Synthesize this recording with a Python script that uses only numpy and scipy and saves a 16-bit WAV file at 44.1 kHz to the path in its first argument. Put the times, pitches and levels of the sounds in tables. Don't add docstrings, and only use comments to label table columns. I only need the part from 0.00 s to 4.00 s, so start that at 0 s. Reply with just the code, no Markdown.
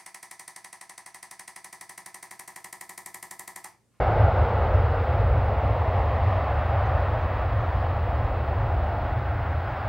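import sys
import numpy as np
from scipy import signal
from scipy.fft import rfft, irfft
from scipy.io import wavfile

SR = 44100
rng = np.random.default_rng(int(sys.argv[2]) if len(sys.argv) > 2 else 0)


def waveform_to_disk(signal):
    frames = np.transpose(np.atleast_2d(signal))
    scaled = np.clip(frames, -1, 1) * 32767
    samples = np.round(scaled).astype(np.int16)
    wavfile.write(sys.argv[1], SR, samples)


N = 176400

FIRST_S, PERIOD_S, STROKES = -.01875, .083289, 45
KNOCK_WET_DB = -1


def amp(db):
    return 10 ** (np.asarray(db) / 20)


def unit(x):
    return x / np.sqrt(np.sum(x ** 2) + 1e-20)


def read(points, hz):
    f, value = np.transpose(points)
    return np.interp(np.log(hz + 1), np.log(f), value)


def add(mix, start_s, sound):
    at = int(round(start_s * SR))
    sound = sound[max(-at, 0):]
    part = mix[max(at, 0):][:len(sound)]
    part += sound[:len(part)]


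def shaped(x, spectrum):
    return irfft(rfft(x) * amp(read(spectrum, np.fft.rfftfreq(len(x), 1 / SR))), len(x))


def even(x):
    z = rfft(x)
    return unit(irfft(z / (abs(z) + 1e-12), len(x)))


def colour(spectrum, size=4096):
    log_gain = np.log(amp(read(spectrum, abs(np.fft.fftfreq(size, 1 / SR)))))
    response = np.exp(np.conj(signal.hilbert(log_gain)))
    return unit(np.fft.ifft(response).real[:size // 2])


def stereo(mid, side):
    return np.array([mid + side, mid - side])


def early(echo_db=0):
    # delay in ms, relative gain.
    echoes = [(5.19, .4), (10.77, .5), (14.46, .42), (21.96, .2), (23.79, .28), (29.18, .38), (41.75, .26)]
    mid = np.zeros(SR // 2)
    mid[0] = 1
    for delay_ms, gain in echoes:
        add(mid, delay_ms / 1000, [gain * amp(echo_db)])
    return np.array([mid, mid])


def tail(size=256, build_ms=.17):
    # frequency in Hz, T60 in seconds.
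    room = [(150, 0.6), (500, 0.42), (1000, 0.32), (2000, 0.35), (5000, 0.33), (9000, 0.22), (15000, 0.24)]
    t = np.arange(SR // 2) / SR
    fade = np.exp(-np.log(1000) * t / np.mean(room, 0)[1])
    noise = rng.standard_normal(len(t))
    for _ in range(3):
        noise = np.sign(even(noise * fade))
    hz, frame_s, bands = signal.stft(noise, SR, nperseg=size)
    bands *= np.exp(-np.log(1000) * frame_s / read(room, hz)[:, None])
    decay = signal.istft(bands, SR, nperseg=size)[1][:len(t)]
    return unit(decay * (1 - np.exp(-t * 1000 / build_ms)))


def diffuse(wet_db):
    # frequency in Hz, side gain in dB.
    width = [(100, -2.5), (700, -11.5), (2000, -7.5), (4500, -13.5), (8000, -7), (14000, 2)]
    return amp(wet_db) * stereo(tail(), shaped(tail(), width))


def blows(layer):
    # time in seconds, then gain in dB of thud, knock, snap, top treble.
    force = [(.06, -6.5, -4.5, -3, -5), (.45, -5.5, -4.5, -2.5, -3), (.75, -6.5, -4, -4, -8),
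             (1.05, -7, -4, -4, -8), (1.3, -5.5, -4, -2.5, -5), (2.2, -1.5, -2.5, -3, -0.5),
             (2.5, -1, -1.5, -3.5, 2), (3.1, 1.5, -1.3, -3, 5), (3.56, 1, 0, -3.3, 4.5),
             (3.64, -1, -1.7, -2.5, 2)]
    at_s, *gains_db = np.transpose(force)
    layer_db = gains_db[("thud", "knock", "snap", "top").index(layer)]
    times_s = FIRST_S + PERIOD_S * np.arange(STROKES)
    return zip(times_s, amp(np.interp(times_s, at_s, layer_db)))


def repeat(sound, layer):
    out = np.zeros((2, N))
    for strike_s, gain in blows(layer):
        for track, channel in zip(out, sound):
            add(track, strike_s, gain * channel)
    return out


def plunger(layer, size=512, alike=.69, scatter_ms=.04, scatter_db=1.8, click_db=-8, side_db=-30.5):
    # lead before the strike in ms, relative level in dB, decay in ms.
    contacts = [(4, -16.5, 0.5), (2.8, -6.5, 3.6), (1.6, -3.5, 0.79), (0.054, -3, 0.62)]
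    t_ms = np.arange(size) / SR * 1000
    out = np.zeros((2, N))
    grains = rng.standard_normal((len(contacts), size))
    for strike_s, gain in blows(layer):
        for (lead_ms, db, decay_ms), usual in zip(contacts, grains):
            fresh, side = rng.standard_normal((2, size))
            fade = np.exp(-t_ms / decay_ms)
            noise = alike * usual + np.sqrt(1 - alike ** 2) * fresh
            rattle = unit(even(noise * fade) * np.sqrt(fade))
            mid = unit(rattle + amp(click_db) * (t_ms == 0))
            late, loud = rng.standard_normal(2)
            start_s = strike_s + (scatter_ms * late - lead_ms) / 1000
            for track, burst in zip(out, stereo(mid, amp(side_db) * unit(side * fade))):
                add(track, start_s, gain * amp(db + scatter_db * loud) * burst)
    return out


def metal(spectrum, layer, wet_db, pan_db, count=4, alike=.841):
    out = signal.oaconvolve(plunger(layer), early(echo_db=-11.5), axes=1)[:, :N]
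    tails = [diffuse(wet_db) for _ in range(count)]
    blend = unit(rng.standard_normal(count))
    for strike_s, gain in blows(layer):
        blend = unit(alike * blend + np.sqrt(1 - alike ** 2) * unit(rng.standard_normal(count)))
        for track, channel in zip(out, np.tensordot(blend, tails, 1)):
            add(track, strike_s, gain * channel)
    return signal.oaconvolve(out, colour(spectrum)[None], axes=1)[:, :N] * amp([[pan_db], [-pan_db]])


def snap():
    # frequency in Hz, relative level in dB.
    snap_spectrum = [(300, -32), (900, -16), (2100, 3), (3100, -13), (4150, -7.5), (4550, -4), (5450, -5),
                     (5950, -0.5), (7200, -8.5), (8500, 3), (9900, 2), (11000, -9.5), (12500, -19.5),
                     (16000, -22)]
    top_spectrum = [(5800, -42.5), (6800, -5), (7600, -1.5), (10000, -6.5), (11500, -5), (13000, -4.5),
                    (14500, -11), (15700, -17), (16500, -26)]
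    bright = amp(-14.5) * metal(snap_spectrum, "snap", wet_db=-.8, pan_db=-.27)
    return bright + amp(-21.5) * metal(top_spectrum, "top", wet_db=-4, pan_db=1)


def body(spectrum, wet_db, echo_db=0):
    return signal.fftconvolve(early(echo_db) + diffuse(wet_db), colour(spectrum)[None], axes=1)


def knock():
    # frequency in Hz, relative level in dB.
    spectrum = [(250, -27.5), (520, -18), (640, -7.5), (780, -3), (1000, 3), (1130, -2.5), (1220, -13),
                (1310, -3), (1400, -12.5), (1580, -24.5), (1720, -3), (1950, -0.5), (2150, -8),
                (2330, -10.5), (2550, -27), (3300, -17.5), (6000, -60)]
    return amp(-19.3) * repeat(body(spectrum, KNOCK_WET_DB), "knock")


def thud():
    # frequency in Hz, relative level in dB.
    spectrum = [(40, -12.5), (90, -21), (185, 5), (260, -27), (340, 12), (440, -5), (600, -0.5),
                (1200, -48.5)]
    return amp(-27.5) * repeat(body(spectrum, wet_db=-5, echo_db=-6), "thud")


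def ping():
    # frequency in Hz, level in dB before the stroke's gain, T60 in seconds.
    modes = [(774, -50.5, 0.29), (766, -49, 0.086), (1933, -46, 0.072), (1980, -47, 0.21),
             (2036, -53, 0.22), (6150, -53, 0.046), (9510, -68, 0.089)]
    t = np.arange(SR // 2) / SR
    tone = sum(amp(db) * np.exp(-np.log(1000) * t / t60_s) * np.sin(2 * np.pi * hz * t)
               for hz, db, t60_s in modes)
    return repeat([tone, tone], "knock")


def room_ring(t60_s=.18, build_ms=5, side_db=-14.5, split_hz=500):
    # frequency in Hz, relative level in dB.
    modes = [(187, -17), (345, -6), (370, -1), (625, -5), (684, -2), (721, -2), (803, -3), (855, 1),
             (956, -2), (984, 0), (1006, -2), (1087, -4), (1164, -5), (1292, -6), (1700, -2), (1842, -1),
             (1936, -2), (2130, -3)]
    t = np.arange(SR // 2) / SR
    rings = np.zeros((2, 2, len(t)))
    for hz, db in modes:
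        mid, side = np.sin(2 * np.pi * (hz * t + rng.random((2, 1))))
        fade = amp(db) * np.exp(-np.log(1000) * t / t60_s)
        rings[int(hz > split_hz)] += fade * stereo(mid, amp(side_db) * side)
    low, high = np.sqrt(2) * unit(rings * (1 - np.exp(-t * 1000 / build_ms)))
    return amp(-20.5) * (repeat(low, "thud") + repeat(high, "knock"))


def ventilation():
    # frequency in Hz, relative spectral density in dB.
    spectrum = [(40, -32.5), (60, -26), (80, -15), (98, 0), (125, -11.5), (200, -1), (290, -14),
                (420, -12.5), (600, -17), (950, -24), (2000, -28.5), (4000, -31.5), (9000, -26.5),
                (16000, -43)]
    # frequency in Hz, side gain in dB.
    width = [(100, -5), (600, -8.5), (3000, -4)]
    # frequency in Hz, RMS level in dB before the swell.
    mains = [(59.5, -82), (118.6, -77)]
    # time in seconds, gain in dB.
    swell = [(0, -5), (1.2, -4), (2.5, -0.5), (4, 2)]
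    t = np.arange(N) / SR
    mid, side = (unit(shaped(rng.standard_normal(N), spectrum)) * np.sqrt(N) for _ in range(2))
    air = amp(-72) * stereo(mid, shaped(side, width))
    hum = sum(amp(db) * np.sqrt(2) * np.sin(2 * np.pi * (hz * t + rng.random())) for hz, db in mains)
    return (air + hum) * amp(np.interp(t, *np.transpose(swell)))


def landing(start_s=3.6475):
    # frequency in Hz, relative level in dB.
    spectrum = [(450, -38), (680, -9), (800, 3.5), (1050, 2.5), (1350, -12.5), (1700, -19), (6000, -47)]
    out = np.zeros((2, N))
    for track, channel in zip(out, body(spectrum, KNOCK_WET_DB)):
        add(track, start_s, amp(-19.5) * channel)
    return out


def rustle(peak_s=3.965, width_s=.043, grains_per_s=2100):
    # frequency in Hz, relative spectral density in dB.
    spectrum = [(400, -15), (1000, 9), (2000, 3), (8800, -15), (13000, -28)]
    t = np.arange(N) / SR
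    grains = rng.standard_normal(N) * (rng.random(N) < grains_per_s / SR)
    swell = np.exp(-((t - peak_s) / width_s) ** 2)
    rub = amp(-76) * np.sqrt(N) * unit(shaped(grains, spectrum)) * swell
    return rub + signal.oaconvolve(rub[None], diffuse(KNOCK_WET_DB), axes=1)[:, :N]


def scene():
    strokes = thud() + knock() + room_ring() + snap() + ping()
    return strokes + landing() + ventilation() + rustle()


def record(dry):
    low_cut_hz, high_cut_hz = 57, 16100
    highpass = signal.butter(6, low_cut_hz, "high", fs=SR, output="sos")
    lowpass = signal.firwin(255, high_cut_hz, window=("kaiser", 9), fs=SR)
    return signal.oaconvolve(signal.sosfilt(highpass, dry), lowpass[None], "same")


dry = scene()
out = record(dry)
waveform_to_disk(out)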